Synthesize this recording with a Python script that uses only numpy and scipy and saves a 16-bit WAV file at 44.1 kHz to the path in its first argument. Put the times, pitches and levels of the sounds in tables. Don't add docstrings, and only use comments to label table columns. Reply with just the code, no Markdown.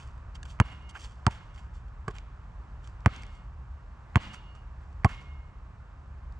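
import sys
import numpy as np
from scipy import signal
from scipy.fft import rfft, irfft
from scipy.io import wavfile
from scipy.ndimage import uniform_filter1d

SR = 44100
rng = np.random.default_rng(int(sys.argv[2]) if len(sys.argv) > 2 else 0)


def decibels_to_gain(level_db):
    exponent = np.asarray(level_db, float) / 20
    return 10 ** exponent


def to_wav(s):
    ch = np.atleast_2d(s).T
    pcm = np.round(np.clip(ch, -1, 1) * 32767)
    wavfile.write(sys.argv[1], SR, pcm.astype(np.int16))


N = 281799


def evened(x):
    return x / np.sqrt(np.mean(x ** 2) + 1e-20)


def read(points, hz, column=1):
    table = np.transpose(points)
    return np.interp(np.log(hz + 1), np.log(table[0] + 1), table[column])


def add(mix, s, sound):
    part = mix[round(s * SR):][:len(sound)]
    part += sound[:len(part)]


def noise(spectrum, size=N):
    hz = np.fft.rfftfreq(size, 1 / SR)
    return evened(irfft(rfft(rng.standard_normal(size)) * decibels_to_gain(read(spectrum, hz)), size))


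def burst(spectrum, db, t60, rise_s=0.00039):
    t = np.arange(2048) / SR
    return noise(spectrum, size=2048) * decibels_to_gain(db - 60 * t / t60) * np.minimum(t / rise_s, 1)


# frequency in Hz, density in dB per Hz.
WASH_COLOUR = [(88, -8), (150, -2), (212, -10), (316, -15), (463, -16.5), (580, -16), (793, -14),
               (911, -11.5), (1100, -10), (1560, -16.5), (2170, -25), (2670, -26.5), (3850, -36),
               (7700, -41.5), (9480, -53.5), (12300, -101), (20900, -120)]
# time in seconds, level in dB.
WASH_LEVEL = [(0.0, -60), (0.36, -60), (0.84, -59.5), (1.05, -61), (1.42, -59), (1.81, -61.5),
              (3.22, -59.5), (3.52, -62), (3.98, -61), (4.2, -58.5), (4.52, -61.5), (4.82, -61),
              (5.27, -60.5), (5.5, -62), (6.39, -61.5)]
# frequency in Hz, density in dB per Hz.
RUMBLE_COLOUR = [(8.8, -55), (15, -28.5), (39, -3), (59, -2), (72, -1.5), (87, -14.5), (107, -10),
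                 (156, -24), (260, -39.5), (340, -66), (570, -120)]
# time in seconds, level in dB.
RUMBLE_LEVEL = [(0.0, -45), (0.53, -45), (0.93, -48), (1.99, -45), (2.3, -47.5), (3.04, -45.5), (3.75, -46),
                (3.9, -49.5), (4.55, -48.5), (4.91, -46), (5.09, -45), (5.53, -47), (5.92, -49),
                (6.39, -43.5)]


def field():
    t = np.arange(N) / SR
    wash, rumble = (decibels_to_gain(np.interp(t, *np.transpose(curve))) for curve in (WASH_LEVEL, RUMBLE_LEVEL))
    return np.array([decibels_to_gain(5.0) * wash * noise(WASH_COLOUR) + decibels_to_gain(3.5) * rumble * noise(RUMBLE_COLOUR)
                     for _ in range(2)])


# frequency in Hz, density in dB per Hz.
AIRY_COLOUR = [(9500, -40), (10300, 0), (12600, -1), (13400, -12), (14800, -22), (15500, -50)]


def leaves(db=-111., gust_db=6.):
    gusts = evened(uniform_filter1d(uniform_filter1d(rng.standard_normal(N), 3000), 3000))
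    return decibels_to_gain(db + gust_db * gusts) * np.array([noise(AIRY_COLOUR), noise(AIRY_COLOUR)])


# strongest at in seconds, rise in seconds, fall in seconds, hiss in dB, body in dB.
SCUFFS = [(0.002, 0.0079, 0.11, -58, -56), (0.357, 0.01, 0.011, -50.5, -51),
          (0.457, 0.0095, 0.014, -57, -50.5), (.49, 0.027, .02, -61.5, -72), (.508, .02, 0.046, -56, -76),
          (.66, 0.022, 0.13, -63.5, -55.5), (.72, .05, .08, -68, -55.5), (0.9, 0.011, 0.012, -50, -75),
          (0.964, 0.027, 0.054, -60, -47.5), (1.025, 0.058, 0.068, -53, -68),
          (1.055, 0.044, 0.034, -54, -58), (1.32, 0.027, 0.11, -57.5, -52), (1.55, 0.013, 0.033, -64, -74),
          (1.585, 0.024, 0.077, -63, -59.5), (1.755, 0.024, 0.077, -66.5, -75),
          (2.11, 0.011, .012, -59.5, -62), (2.166, 0.028, 0.046, -60.5, -53.5),
          (2.85, 0.025, 0.083, -64, -65), (3.16, 0.082, 0.16, -63.5, -56.5), (4.22, 0.023, 0.15, -58, -59),
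          (4.347, 0.023, 0.026, -52, -50), (4.56, .015, 0.059, -72, -62), (4.83, 0.041, 0.12, -77, -73),
          (5.103, 0.029, .12, -58.5, -50),
          (.825, .006, .006, -66, -80),
    (1.11, .04, 0.19, -67.5, -70),
    (3.225, .008, .008, -56, -62),
    (3.36, 0.083, 0.078, -70, -77),
    (4.26, 0.034, .06, -70, -61),
    (4.93, .006, .006, -70, -85),
    (5.215, .015, 0.032, -67, -66),
]
# frequency in Hz, density in dB per Hz.
HISS_COLOUR = [(2000, -10.5), (3400, 3), (3720, -11.5), (4470, -3.5), (6470, -7), (7420, -5.5),
               (9480, -18.5), (12300, -66), (20900, -120)]
# frequency in Hz, density in dB per Hz.
BODY_COLOUR = [(500, -14), (800, 7), (1400, 6), (2200, 2), (3200, 3), (3900, -67)]


def scuffs(grain_db=3.0, air_db=-31):
    grains = decibels_to_gain(grain_db * evened(uniform_filter1d(rng.standard_normal(N), 60)))
    hiss, body, air = (evened(grains * noise(c)) for c in (HISS_COLOUR, BODY_COLOUR, AIRY_COLOUR))
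    edge_db = -18.5
    t, bright, dull = np.arange(N) / SR, np.zeros(N), np.zeros(N)
    for s, rise, fall, hiss_db, body_db in SCUFFS:
        near = slice(max(round((s - 2 * rise) * SR), 0), round((s + 2 * fall) * SR))
        u = t[near] - s
        drop = np.where(u < 0, abs(u / rise) ** 2.14, abs(u / fall) ** 0.85)
        pressure = decibels_to_gain(2 * edge_db * drop)
        bright[near] += decibels_to_gain(2 * hiss_db) * pressure
        dull[near] += decibels_to_gain(2 * body_db) * pressure
    return np.sqrt(bright) * (hiss + decibels_to_gain(air_db) * air) + np.sqrt(dull) * body


# start in seconds, bright level in dB, dull level in dB, dull pitch in Hz, t60 in seconds.
TICKS = [(0.0727, -53, -55, 1240, 0.034), (0.178, -59.5, -59, 1290, 0.024), (0.4299, -34, -35, 1670, 0.016),
         (0.91, -41, -60, 2150, 0.0092), (0.9532, -62.5, -30.5, 1470, 0.012),
         (0.959, -50, -30, 1550, 0.017), (0.9745, -60, -60, 1570, 0.044), (1.544, -60, -57, 1310, 0.016),
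         (1.56, -51, -60, 1250, 0.022), (1.881, -61, -61, 1550, 0.026), (2.1843, -36.5, -39, 2230, 0.01),
         (2.8738, -43, -45, 1260, 0.018), (3.006, -51, -76, 1260, 0.0082), (3.0914, -62, -37, 1300, 0.023),
         (3.1622, -36, -61, 1240, 0.012), (3.234, -37, -31.5, 2210, 0.0095),
         (3.266, -47.5, -60, 1300, 0.012), (4.2418, -58, -51, 1400, 0.015),
         (4.5497, -55.5, -50, 1240, 0.053), (5.3353, -60.5, -51, 2160, 0.0069),
         (6.323, -52.5, -57, 1277, 0.015)]


def ticks():
    out, t = np.zeros(N), np.arange(2048) / SR
    for s, bright_db, dull_db, hz, t60 in TICKS:
        knock = decibels_to_gain(dull_db - 60 * t / t60) * np.minimum(t / 0.0011, 1) * np.sin(2 * np.pi * hz * t)
        add(out, s, burst(HISS_COLOUR, bright_db - 6, t60) + knock)
    return out


def push(db, hz=100.1, second=0.23, third=0.098, rise_s=0.0018, end_s=0.01535, fall_s=0.00091):
    t = np.arange(1800) / SR
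    angle = 2 * np.pi * hz * (t - .0051)
    shape = np.clip((t - .0008) / rise_s, 0, 1) / (1 + np.exp((t - end_s) / fall_s))
    return decibels_to_gain(db) * shape * (np.sin(angle) + second * np.sin(2 * angle) + third * np.sin(3 * angle))


def slap(db, width_s=0.00011, before=0.1):
    u = (np.arange(200) / SR - .001) / width_s
    return decibels_to_gain(db) * (u * np.exp((1 - u ** 2) / 2) + before * np.exp(-(u + 8.3) ** 2 / 2))


def snap(db, first_hz, last_hz, t60, glide_s=0.0018):
    t = np.arange(3000) / SR
    turns = last_hz * t + (first_hz - last_hz) * glide_s * (1 - np.exp(-t / glide_s))
    return decibels_to_gain(db - 60 * (t / t60) ** 2.04) * np.minimum(t / 0.0001, 1) * np.sin(2 * np.pi * turns)


def knock_off(db, hz, length):
    t = np.arange(0, length, 1 / SR)
    swell = np.sin(np.pi * (t / length) ** 0.47) ** 2
    return decibels_to_gain(db) * swell * (np.sin(2 * np.pi * hz * t) + 0.31 * np.sin(2 * np.pi * 0.666 * hz * t))


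BOUNCE_S = [
    .59997,
    1.2655,
    2.0798,
    3.05967,
    4.15688,
    5.04568,
]
PUSH_DB = [-10, -13, -37.5, -10.5, -10.5, -10.5]
# slap in dB, snap in dB, snap starts in Hz, snap settles in Hz, snap t60 in seconds.
BOUNCES = [(-9.5, -11.5, 1420, 710, 0.0032), (-25, -14, 1700, 706, 0.01), (-50, -54, 1800, 550, 0.014),
           (-7.5, -17, 1460, 550, 0.0092), (-7, -27.5, 1330, 702, 0.034), (-13, -15.5, 2380, 656, 0.019)]
# landing in dB, contact in dB, peeling off in dB, rattle of the shell in dB, tree scatter in dB.
GRIT_LEVELS = [(-21, -58, -43, -24.5, -62.5), (-18, -50.5, -45, -23.5, -64.5),
               (-33.5, -53.5, -60, -32.5, -70), (-22, -56, -54, -25, -58), (-19, -56, -36.5, -23.5, -55.5),
               (-19.5, -47.5, -39, -22.5, -60.5)]
# frequency in Hz, density in dB per Hz.
GRIT_COLOUR = [(1470, -50), (2500, -27), (3230, 11.5), (3780, -24), (4250, -6.5), (5020, -8), (6630, -8),
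               (7500, -6.5), (8250, -9), (9480, -28), (12300, -55), (20900, -120)]
# frequency in Hz, density in dB per Hz.
RATTLE_COLOUR = [(200, -87), (400, 10), (800, 2), (1600, 2), (2800, -15), (3500, -20), (5000, -34),
                 (7000, -53), (9000, -45)]
# start in seconds, level in dB, pitch in Hz, length in seconds.
LIFTS = [(0.612, -25.5, 986, 0.0081), (1.276, -25, 920, 0.018), (3.064, -38, 1134, 0.028),
         (4.17, -23, 1010, 0.0064), (5.055, -26.5, 1104, 0.026)]
# start in seconds, level in dB, pitch in Hz, length in seconds.
CATCH = [
    (2.0775, -31, 135, .022),
    (2.081, -35, 400, .016),
    (2.0795, -27, 1150, .012),
    (2.08, -38, 1600, .008),
    (2.09, -43, 420, .03),
    (2.1, -45, 1080, .022),
]


def ball():
    out = np.zeros(N)
    for s, push_db, bounce, grit in zip(BOUNCE_S, PUSH_DB, BOUNCES, GRIT_LEVELS):
        slap_db, *shell = bounce
        land_db, touch_db, peel_db, rattle_db, _ = grit
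        add(out, s - .0103, decibels_to_gain(-33.) * (snap(*shell)[:200] + slap(slap_db)))
        add(out, s, push(push_db))
        add(out, s, slap(slap_db) + slap(slap_db - 20.5, width_s=.00005))
        add(out, s + .00036, burst(AIRY_COLOUR, land_db - 33, .0052))
        add(out, s + .0005, burst(GRIT_COLOUR, land_db + 2, .0055))
        add(out, s + .001, snap(*shell))
        add(out, s + .001, burst(RATTLE_COLOUR, rattle_db, .055))
        add(out, s + .0023, burst(GRIT_COLOUR, touch_db + 15.5, .015))
        add(out, s + .0122, burst(GRIT_COLOUR, peel_db, .01))
        add(out, s + .0205, decibels_to_gain(-25.) * slap(slap_db))
    for s, db, hz, length in LIFTS + CATCH:
        add(out, s, knock_off(db, hz, length))
    return out


# frequency in Hz, density in dB per Hz, t60 in seconds.
TREE_COLOUR = [(198, 19.5, 0.96), (400, -8, 1), (900, 12, 0.77), (1770, 13.5, 0.54), (3480, 5.5, 0.85),
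               (3740, 3.5, 0.61), (7340, -18.5, 1), (9700, -35, 0.64), (9700, -74, 0.21),
               (12800, -49, 0.23), (13500, -99, 0.33)]


def trees(first_s=0.0078, swell_s=0.084):
    out = np.zeros((2, N))
    for s, (*_, db) in zip(BOUNCE_S, GRIT_LEVELS):
        hz, t, z = signal.stft(rng.standard_normal((2, SR)), SR, nperseg=256)
        swell = np.clip((t - first_s) / swell_s, 0, 1)
        t60 = read(TREE_COLOUR, hz, column=2)[:, None]
        colour_db = read(TREE_COLOUR, hz)[:, None] - 60 * t / t60
        tails = signal.istft(z * swell * decibels_to_gain(colour_db), SR, nperseg=256)[1]
        for side, tail in zip(out, tails):
            add(side, s, decibels_to_gain(db + 1) * evened(tail))
    return out


AIR_HZ = [2152, 2850, 4430]
AIR_T60_S = [.95, .95, .9]
AIR_TRIM_DB = [0, 0, -3]
# lift-off in seconds, then the three modes in dB.
RINGS = [(0.62, -45, -41.5, -59), (1.288, -52, -52.5, -61), (3.078, -53, -55.5, -62),
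         (4.178, -53, -41.5, -54), (5.066, -46.5, -54, -70)]
# last null in seconds, time between nulls in seconds, gripped at in seconds,
# rise out of the shadow of ground and legs in seconds; all after lift-off.
SPINS = [(.175, .17, .29, .3), (.18, .09, .33, .3), (.15, .06, .36, .04), (.233, .065, .42, .2),
         (.162, .065, .52, .06)]


def ring(split_hz=11.6, share=0.11, wander_hz=3.74, fade_s=0.0026, settle_s=.06, grip_t60_s=.3):
    out, t = np.zeros(N), np.arange(SR * 3 // 4) / SR
    drift = wander_hz * np.cumsum(evened(uniform_filter1d(rng.standard_normal(N), 1500))) / SR
    for (s, *levels), (null, spacing, grip, clear) in zip(RINGS, SPINS):
        after = np.maximum(t - null, 0)
        facing = np.pi * (np.minimum(t - null, 0) / spacing + (1 - np.exp(-after / settle_s)) / 2)
        lobes = np.sqrt(1 - .995 * np.cos(facing) ** 2)
        choke = np.minimum(t / fade_s, 1) * decibels_to_gain(-60 * np.maximum(t - grip, 0) / grip_t60_s)
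        for db, hz, t60, trim_db in zip(levels, AIR_HZ, AIR_T60_S, AIR_TRIM_DB):
            jolt = decibels_to_gain(-3. - 60 * t / .045)
            sustain = lobes * (1 - np.exp(-t / clear)) * decibels_to_gain(-60 * t / t60)
            gain = choke * decibels_to_gain(db + trim_db) * (sustain + jolt)
            turns = hz * t + drift[round(s * SR):][:len(t)]
            twin = share * np.sin(2 * np.pi * (turns + split_hz * t + rng.random()))
            add(out, s, np.sqrt(2) * gain * (np.sin(2 * np.pi * turns) + twin))
    return out


# centre in Hz, width in Hz.
DIPS = [(520, 69), (3720, 560)]


def shaded(x):
    for hz, width_hz in DIPS:
        x = signal.lfilter(*signal.iirnotch(hz, hz / width_hz, SR), x)
    return x


def ports(x, other, pair):
    hz = np.fft.rfftfreq(N, 1 / SR)
    step = decibels_to_gain(read(pair, hz) / 2) * np.exp(1j * read(pair, hz, column=2) / 2)
    same = read(pair, hz, column=3)
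    a, b = rfft(x), rfft(other)
    return irfft(np.array([a * step, (same * a + np.sqrt(1 - same ** 2) * b) / step]), N)


# frequency in Hz, left over right in dB, left leads in radians, likeness from 0 to 1.
NEAR = [(80, 0, -.07, 1), (200, -.8, -.09, 1), (450, -3, -.22, 1), (750, -5, -.32, 1), (1700, -5.3, -.8, 1),
        (2500, -6, -1.2, 1), (3400, -5.5, -2.2, 1), (3900, -3, .3, .92), (5500, -2, .2, .93),
        (8000, -.6, 0, .98), (10000, -.6, 0, .96), (12000, -2, 0, .6)]
# frequency in Hz, left over right in dB, left leads in radians, likeness from 0 to 1.
FAR = [(80, -.2, -.05, .995), (200, -1.3, -.08, .88), (450, -4, -.35, .6), (750, -3.3, -.45, .82),
       (1700, -2.2, -.85, .8), (2500, 0, -1.35, .76), (3500, 3.5, -1.9, .65), (4000, 1.5, 0, .62),
       (8000, 2, 0, .62)]


def scene():
    rubbed = scuffs()
    near = shaded(ball()) + ring() + ticks() + rubbed
    wide = decibels_to_gain(-19.0) * np.array([rubbed, np.roll(rubbed, 150)])
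    around = field() + trees() + wide + leaves()
    return ports(near, np.roll(near, shift=37), NEAR) + ports(*around, FAR)


def band_limit(x):
    return signal.sosfilt(signal.butter(12, 16500, fs=SR, output="sos"), x)


def record(dry):
    heard = signal.sosfilt(signal.butter(2, 30., "high", fs=SR, output="sos"), dry)
    top = signal.firwin2(127, [0, 12800, 13800, 16000, SR / 2], [1, 1, .3, .15, .1], fs=SR)
    mix = signal.oaconvolve(heard, top[None], "same")
    return band_limit(mix)


dry = scene()
out = record(dry)
to_wav(out)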